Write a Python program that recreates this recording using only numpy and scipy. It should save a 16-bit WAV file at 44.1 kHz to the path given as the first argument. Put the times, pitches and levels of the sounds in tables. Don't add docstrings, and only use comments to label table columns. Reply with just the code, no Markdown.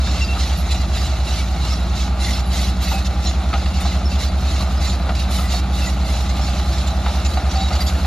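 import sys
import numpy as np
from scipy import signal
from scipy.fft import rfft, irfft, next_fast_len
from scipy.io import wavfile

SR = 44100
rng = np.random.default_rng(int(sys.argv[2]) if len(sys.argv) > 2 else 0)


def dump(signal):
    limited = np.clip(np.atleast_2d(signal).T, -1, 1)
    pcm = np.round(limited * 32767).astype(np.int16)
    wavfile.write(sys.argv[1], SR, pcm)


N = 355446
T = np.arange(N) / SR
HZ = np.fft.rfftfreq(N, 1 / SR)
FAN_PER_FIRING = 1.1632

# t/s, f/Hz
FIRING_RATE = [(0.0, 60.7), (0.5, 61.25), (2.0, 62.2), (4.0, 62.96), (6.0, 63.1), (8.06, 63.65)]
# multiple of the six-cylinder cycle, level/dB against the firing tone
EXHAUST_ORDERS = [(3, -37), (4, -24), (5, -18.5), (8, -24), (9, -27), (12, -24), (13, -29), (14, -28),
                  (15, -29), (16, -24), (17, -23), (18, -15.5), (22, -35), (24, -32), (28, -33)]
# t/s, level/dB
OVERTONE_RIDE = [(0, -1), (1.2, -2), (2.2, 0.5), (2.75, 1.5), (3.55, 0.5), (3.85, 3.5), (4.1, 1), (5.2, 2),
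                 (6.5, 2.5), (7.0, 0), (8.06, 0.5)]
CYLINDER_PUNCH = [-4.5, -1, -7, -0.5, -0.5, 1]
# f/Hz, level/dB
ROAR_EQ = [(18, -19), (32, -38), (45, -1.5), (90, 2), (130, -4.5), (170, -3), (215, -5), (270, -10),
           (340, -10), (430, -22), (700, -27), (2000, -82)]
# f/Hz, level/dB
CLATTER_EQ = [(250, -15.5), (380, -8), (480, -8), (620, 1.5), (790, 2), (980, -7.5), (1230, -3), (1400, -4),
              (1650, -12.5), (2700, -13.5), (3100, -18), (4000, -11.5), (5200, -27.5), (7200, -32),
              (8000, -39.5), (11600, -33), (14900, -66)]
# f/Hz, level/dB
GRIT_EQ = [(820, -35), (1500, -12), (2050, 0.5), (2440, -7), (2700, 1), (3150, -3.5), (3950, 3),
           (5100, -4.5), (7250, -8), (7900, -19.5), (9540, -16), (12100, -19), (13300, -34), (14900, -31)]
# t/s, level/dB
CREEP_BED = [(0, -37), (.6, -37), (.87, -40), (1.1, -40.5), (1.7, -38), (2.13, -44), (2.4, -41), (3.6, -42),
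             (5.4, -42.5), (5.67, -43), (6.0, -39.5), (6.8, -36), (6.98, -40.5), (7.15, -39), (8.06, -41)]
# t/s, length/s, level/dB, dust hiss offset/dB
SHOE_SWELLS = [(0.024, 0.24, -31, -11), (.18, 0.34, -41.5, -9), (0.368, 0.14, -28.5, -5),
               (0.466, 0.12, -34, -3), (0.672, 0.22, -34.5, -5), (0.914, 0.22, -31, -1),
               (1.047, 0.19, -36.5, -9), (1.239, 0.22, -31, -0.5), (1.594, 0.2, -32, -3),
               (1.813, 0.25, -45, -10), (1.937, 0.18, -30.5, -3), (2.186, 0.24, -29.5, 0.5),
               (2.495, 0.25, -30.5, 2.5), (2.796, 0.25, -30.5, 1.5), (3.197, .18, -32.3, -3),
               (3.48, 0.31, -38.5, -6), (3.725, 0.32, -34, -4), (4.081, 0.12, -31, -5),
               (4.175, 0.13, -28, -1), (4.363, 0.18, -40.5, 3), (4.442, 0.23, -34, -1),
               (4.673, 0.14, -39, 2), (4.792, 0.19, -29.5, -1), (5.17, 0.094, -28, -1),
               (5.282, 0.23, -34.5, 6.5), (5.479, 0.15, -28.5, 2), (5.716, 0.25, -33, 2.5),
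               (6.036, .26, -33, 0.5), (6.332, 0.33, -36.5, -2), (6.653, 0.22, -36, -2),
               (7.02, 0.25, -37.5, 0.5), (7.27, 0.15, -36.5, 4), (7.48, 0.4, -37, -3), (7.71, 0.52, -42, 5)]
# t/s, length/s, level/dB, dust hiss offset/dB
SHOE_SKIDS = [(.705, 0.034, -31, 0), (1.505, 0.029, -43, 6), (1.725, 0.023, -37, 0), (2.39, 0.025, -34, -2),
              (2.815, 0.044, -39, 11), (3.044, 0.039, -33, 0), (3.8, 0.036, -37.5, 11),
              (4.605, 0.038, -34.5, 1), (5.148, 0.037, -33, -3), (5.305, 0.069, -35.5, 9),
              (5.58, 0.029, -33.5, 0), (5.865, 0.015, -39, -2), (6.29, 0.031, -33, -8),
              (6.869, 0.025, -33, 0), (7.246, 0.03, -29, -6), (7.508, .022, -31.5, -6),
              (7.555, .026, -36, -4), (7.604, .028, -33, -12), (7.682, 0.017, -34, -4),
              (7.724, 0.024, -32, -3), (7.749, 0.026, -32.5, 2), (7.8, 0.034, -34, 5),
              (7.863, 0.047, -31.5, -2)]
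# f/Hz, width/Hz, level/dB, scatter from shoe to shoe/Hz
SHOE_MODES = [(2283, 70, -17, 110), (2700, 80, -17, 70), (4000, 80, -9.5, 140), (4560, 55, -12.5, 150),
              (5315, 20, -11, 10), (6400, 30, -16, 350), (7150, 90, -16, 110), (7490, 50, -20, 40),
              (9535, 30, -19, 10), (11350, 90, -28, 40), (11820, 25, -22.5, 5), (12200, 30, -28, 10)]
# t/s, level/dB, t60/s, crack offset/dB, link pitch f/Hz
LINK_DROPS = [(0.073, -29, 0.22, -12, 1260), (0.365, -27, 0.18, -14, 1250), (1.015, -32, .11, -14, 1213),
              (1.72, -29.5, 0.23, -10, 1263), (2.915, -23, 0.25, -14, 786), (3.31, -25, .062, -13, 800),
              (3.528, -22.5, 0.11, -2, 1280), (3.537, -20.5, 0.12, -2.5, 786), (3.552, -31, .13, -14, 1430),
              (3.659, -32.5, 0.082, 8, 800), (3.853, -23, 0.13, -20, 752), (4.603, -27.5, 0.13, -17, 1160),
              (5.09, -24.5, 0.11, -11, 1265), (5.092, -23.5, .12, -17, 716), (5.385, -28, .16, -14, 1246),
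              (5.536, -24, 0.11, -17, 720), (6.391, -25.5, 0.12, -17, 770), (6.481, -28, 0.12, -1, 720),
              (6.597, -23, 0.058, -7, 760), (7.06, -27, 0.092, -6, 1400), (7.062, -21, 0.17, -17, 810),
              (7.371, -21, 0.22, -12, 751), (7.704, -24.5, 0.43, -7, 724), (7.792, -27, .06, -12, 750),
              (8.047, -25.5, 0.15, -2, 790)]
# f/Hz, width/Hz, level/dB
FRAME_MODES = [(663, 85, 8), (781.5, 8.2, 3.5), (1233, 50, 6), (1400, 16, 2), (1980, 130, -2),
               (2710, 81, -7), (3800, 40, -19), (4350, 100, -10)]
# f/Hz, level/dB
CRACK_EQ = [(500, -18), (1300, -2.5), (2700, 0.5), (3200, -7), (3800, 2), (4600, -1), (5200, -14),
            (8000, -21)]
# t/s, length/s, f/Hz, level/dB
STEEL_SQUEAKS = [(0.206, 0.03, 2734, -27), (.21, 0.028, 5450, -36), (.21, .025, 7080, -42),
                 (0.24, .025, 4800, -36), (0.281, 0.052, 2720, -31.5), (0.57, 0.039, 11283, -40),
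                 (0.706, .025, 4050, -33), (0.708, .035, 7360, -40), (0.711, 0.035, 9689, -46),
                 (1.05, 0.03, 7600, -45), (1.38, 0.018, 9520, -47), (1.376, 0.032, 2283, -40),
                 (1.698, 0.045, 5270, -40), (1.725, 0.019, 5650, -37), (2.198, 0.06, 9550, -45),
                 (2.33, 0.05, 5305, -42), (2.455, 0.046, 10852, -47), (2.53, .035, 6632, -42),
                 (2.63, 0.03, 6029, -41), (2.82, 0.032, 11835, -43), (2.88, 0.068, 11805, -45),
                 (2.927, 0.066, 2560, -36.5), (2.944, 0.03, 784, -34), (3.048, 0.018, 5180, -42),
                 (3.243, 0.034, 5480, -37), (3.257, 0.028, 4110, -31), (3.267, 0.025, 6800, -34.5),
                 (3.858, 0.065, 4060, -36), (4.053, 0.02, 5330, -33.5), (4.207, .03, 6891, -43),
                 (4.208, .03, 7192, -44), (4.21, .04, 13178, -53), (4.264, .04, 4651, -40),
                 (4.775, 0.022, 5082, -39), (4.871, 0.042, 7100, -37), (5.38, .08, 12370, -50),
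                 (5.432, .04, 1983, -40), (5.492, .025, 7270, -43), (5.54, 0.037, 4420, -33),
                 (5.815, 0.036, 2670, -35), (5.857, 0.03, 6960, -36), (5.864, 0.017, 1981, -34.5),
                 (6.09, .035, 10853, -46), (6.412, 0.035, 5375, -40), (6.78, .03, 7321, -45),
                 (6.866, 0.016, 7250, -37), (7.246, 0.027, 7100, -35.5), (7.493, 0.025, 5728, -39),
                 (7.552, 0.018, 4608, -32), (7.555, 0.074, 771, -27.5), (7.578, 0.1, 3835, -34),
                 (7.606, .022, 4550, -37), (7.728, .02, 4620, -37), (7.804, 0.016, 4750, -28.5),
                 (7.863, 0.038, 7120, -40), (7.866, .028, 6680, -41), (7.805, 0.093, 11370, -45),
                 (7.862, 0.026, 4680, -32.5)]
# multiple of the firing rate, level/dB
GEAR_MESHES = [(13.03, 0), (19.12, -5)]
# t/s, level/dB
WHINE_RIDE = [(0, -50), (1.9, -48), (2.25, -36.5), (2.5, -43), (5.4, -48), (5.7, -37.5), (6.1, -44),
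              (6.5, -37.5), (7.2, -41.5), (8.06, -43)]
# f/Hz, likeness of the sides (0-1), left lead/rad, left minus right/dB
STEREO_IMAGE = [(90, .999, 0, 3), (218, 0.99, 0, -1), (725, 0.89, 0.1, -.5), (1150, 0.84, 0.32, 1),
                (2880, 0.84, 0.58, 1), (4250, 0.82, 0.57, -3.5), (6230, 0.44, 0.84, -4),
                (7400, 0.9, 0.9, -5.5), (7660, 0.9, 9.5, -19), (9200, 0.8, 4, -5.5), (12000, 0.8, 4.5, -6),
                (14000, 0.6, 3, -28)]


def drone(firings):
    exhaust = np.cos(2 * np.pi * firings)
    ride_db, pulsing = curve(OVERTONE_RIDE), throb(firings, depth=.45)
    for order, db in EXHAUST_ORDERS:
        offset = rng.random() * (order % 6 > 0)
        tone = np.cos(2 * np.pi * (order * firings / 6 + offset))
        gain = amp(db + ride_db + .87 * wander(1.8))
        exhaust += gain * tone * (pulsing if order in (16, 17, 18) else 1)
    fan = np.cos(2 * np.pi * FAN_PER_FIRING * firings)
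    swing = np.cos(2 * np.pi * (T - .42) / 3.68)
    hum = amp(-19.8 - .6 * swing) * exhaust + amp(-24.4 + 3.2 * swing) * fan
    return np.sqrt(2) * amp(.05 * T) * hum


def throb(firings, depth):
    return unit(1 + depth * np.cos(2 * np.pi * ((FAN_PER_FIRING - 1) * firings + .34)))


def puffs(firings, depth):
    cylinder = np.floor(firings).astype(int) % 6
    surge = amp(CYLINDER_PUNCH)[cylinder] * np.sin(np.pi * (firings % 1)) ** 2
    return 1 - depth + depth * unit(surge)


def roar_and_clatter(firings):
    gas = rng.standard_normal(N) * puffs(firings, depth=.32)
    roar = colour(gas, ROAR_EQ) * throb(firings, depth=.12)
    knocks = grains(per_s=320, click_share=.24) * puffs(firings, depth=.034)
    clatter = colour(knocks * amp(1.15 * wander(19.6)), CLATTER_EQ)
    return amp(-29) * roar + amp(-33.5 + .29 * T) * clatter


def tracks(force, dust):
    crush = grains(per_s=1800, click_share=.41) * amp(1.93 * wander(70))
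    jingle = chirps(per_s=1300, spread_db=2.7, length_s=.034, low_hz=1500, high_hz=14500)
    squeal = chirps(per_s=170, spread_db=1.8, length_s=.065, low_hz=3400, high_hz=7600)
    grit = colour(crush + 1.05 * jingle + .36 * squeal, GRIT_EQ)
    scrape = grit + amp(-7.5) * shoes(crush)
    hiss = signal.sosfiltfilt(signal.butter(4, 8000, "highpass", fs=SR, output="sos"), scrape)
    return amp(-.18) * (force * (scrape - hiss) + dust * hiss)


def track_load():
    grit = dust = amp(curve(CREEP_BED)) ** 2
    for rows, attack_s, release_s in [(SHOE_SWELLS, .057, .13), (SHOE_SKIDS, .0056, .012)]:
        for s, length, db, dust_db in rows:
            ramp = np.clip(np.minimum((T - s) / attack_s, (s + length - T) / release_s), 0, 1)
            power = (amp(db) * np.sin(np.pi / 2 * ramp)) ** 2
            grit, dust = grit + power, dust + power * amp(dust_db) ** 2
    return np.sqrt([grit, dust]) * amp(.53 * wander(12))


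def chirps(per_s, spread_db, length_s, low_hz, high_hz):
    out = np.zeros(N)
    for when, pitch, size, life, glide in rng.random((int(per_s * N / SR), 5)):
        progress = np.linspace(0, 1, int(length_s * SR * (.5 + life)))
        hz = (low_hz + (high_hz - low_hz) * pitch) * (1 + .008 * (glide - .5) * progress)
        db = spread_db * (min(-np.log(1 - size), 4) - 1) * np.sqrt(pitch)
        envelope = amp(db) * np.sin(np.pi * np.sqrt(progress)) ** 2
        add(out, when * N / SR, envelope * np.sin(2 * np.pi * np.cumsum(hz) / SR))
    return unit(out)


def shoes(crush):
    parts = np.split(crush, sorted(round(row[0] * SR) for row in SHOE_SWELLS[1:]))
    out = np.zeros(N)
    for hz, width, db, scatter in SHOE_MODES:
        out += np.concatenate([amp(db + 1.5 * rng.normal()) * ring(part, hz + scatter * rng.normal(), width)
                               for part in parts])
    return out


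def clanks(attack_s=.0007, crack_t60_s=.052):
    blows, cracks, links = np.zeros((3, N))
    t = T[:SR // 2]
    attack = 1 - np.exp(-t / attack_s)
    for s, db, t60, crack_db, hz in LINK_DROPS:
        blow = amp(db - 60 * t / t60) * attack
        tone = unit(sustain(ring(rng.standard_normal(len(t)), hz, width_hz=15)))
        add(blows, s, blow)
        add(links, s, blow * tone)
        add(cracks, s, amp(db + crack_db - 60 * t / crack_t60_s) * attack)
    chatter = rng.standard_normal(N)
    frame = unit(sum(amp(db) * sustain(ring(chatter, hz, width)) for hz, width, db in FRAME_MODES))
    hits = amp(-1.5) * links + amp(-5) * blows * frame + cracks * colour(chatter, CRACK_EQ)
    return signal.sosfilt(signal.butter(3, [480, 5000], "bandpass", fs=SR, output="sos"), hits)


def squeaks(attack_s=.0039, tail_s=.0097, settle_s=.03):
    out, waver, flutter = np.zeros(N), wander(170), wander(120)
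    for s, length, hz, db in STEEL_SQUEAKS:
        t = T[:int((length + 8 * tail_s) * SR)]
        span = round(s * SR) + np.arange(len(t))
        rough = min(settle_s / length, 1)
        envelope = np.minimum(t / attack_s, 1) * np.exp(-np.maximum(t - length, 0) / tail_s)
        sag = .02 * rough * rng.random() * (np.minimum(t / length, 1) - .5)
        pitch = hz * (1 - sag + .0046 * rough * waver.take(span, mode="wrap"))
        tone = np.sqrt(2) * np.sin(2 * np.pi * np.cumsum(pitch) / SR)
        add(out, s, amp(db + 2 * rough * flutter.take(span, mode="wrap")) * envelope * tone)
    return out


def gears():
    phase = 2 * np.pi * np.cumsum(curve(FIRING_RATE) + .12 * wander(8)) / SR
    whine = sum(amp(db + 1.4 * wander(7.1)) * np.sin(multiple * phase) for multiple, db in GEAR_MESHES)
    return amp(curve(WHINE_RIDE)) * whine


def stereo(near, scattered):
    alike, lead = across(STEREO_IMAGE), across(STEREO_IMAGE, column=2)
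    pan = amp(across(STEREO_IMAGE, column=3) / 2)
    mid = np.sqrt((1 + alike) / 2) * rfft(near)
    side = np.sqrt((1 - alike) / 2) * rfft(scattered)
    left = (mid + side) * pan * np.exp(.5j * lead)
    right = (mid - side) / pan * np.exp(-.5j * lead)
    mono_gain = np.sqrt(pan ** 2 + pan ** -2 + 2 * alike * np.cos(lead)) / 2
    return irfft(np.array([left, right]) / mono_gain, N)


def amp(db):
    return 10 ** (np.asarray(db) / 20)


def unit(x):
    return x / np.sqrt(np.mean(x ** 2) + 1e-20)


def curve(rows):
    return np.interp(T, *np.transpose(rows))


def across(rows, column=1):
    rows = np.array(rows)
    return np.interp(np.log(HZ + 1), np.log(rows[:, 0] + 1), rows[:, column])


def colour(x, eq):
    return unit(irfft(rfft(x) * amp(across(eq)), N))


def wander(per_s):
    knots = np.arange(0, T[-1] + 1, 1 / (8 * per_s))
    drift = np.convolve(rng.standard_normal(len(knots)), np.hanning(9), "same")
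    return unit(np.interp(T, knots, drift))


def ring(x, hz, width_hz):
    r = np.exp(-np.pi * width_hz / SR)
    return unit(signal.lfilter([1, 0, -1], [1, -2 * r * np.cos(2 * np.pi * hz / SR), r * r], x))


def sustain(x):
    return np.cos(np.angle(signal.hilbert(x, next_fast_len(len(x)))[:len(x)]))


def grains(per_s, click_share):
    size = amp(np.minimum(rng.exponential(1, N), 4))
    clicks = size * rng.choice([-1, 1], N) * (rng.random(N) < per_s / SR)
    return np.sqrt(click_share) * unit(clicks) + np.sqrt(1 - click_share) * rng.standard_normal(N)


def add(mix, s, sound):
    part = mix[max(round(s * SR), 0):][:len(sound)]
    part += sound[:len(part)]


def scene():
    firings = np.cumsum(curve(FIRING_RATE)) / SR
    firings -= np.interp(.024, T, firings)
    force, dust = track_load()
    near = roar_and_clatter(firings) + gears() + tracks(force, dust) + clanks() + squeaks()
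    scattered = roar_and_clatter(firings) + tracks(force, dust)
    return stereo(near, scattered) + drone(firings) * amp([[-.5], [.5]])


def record(dry):
    lowpass = signal.firwin(511, 15100, window=("kaiser", 9), fs=SR)
    return signal.oaconvolve(dry, lowpass[None], "same", axes=1)


dry = scene()
out = record(dry)
dump(out)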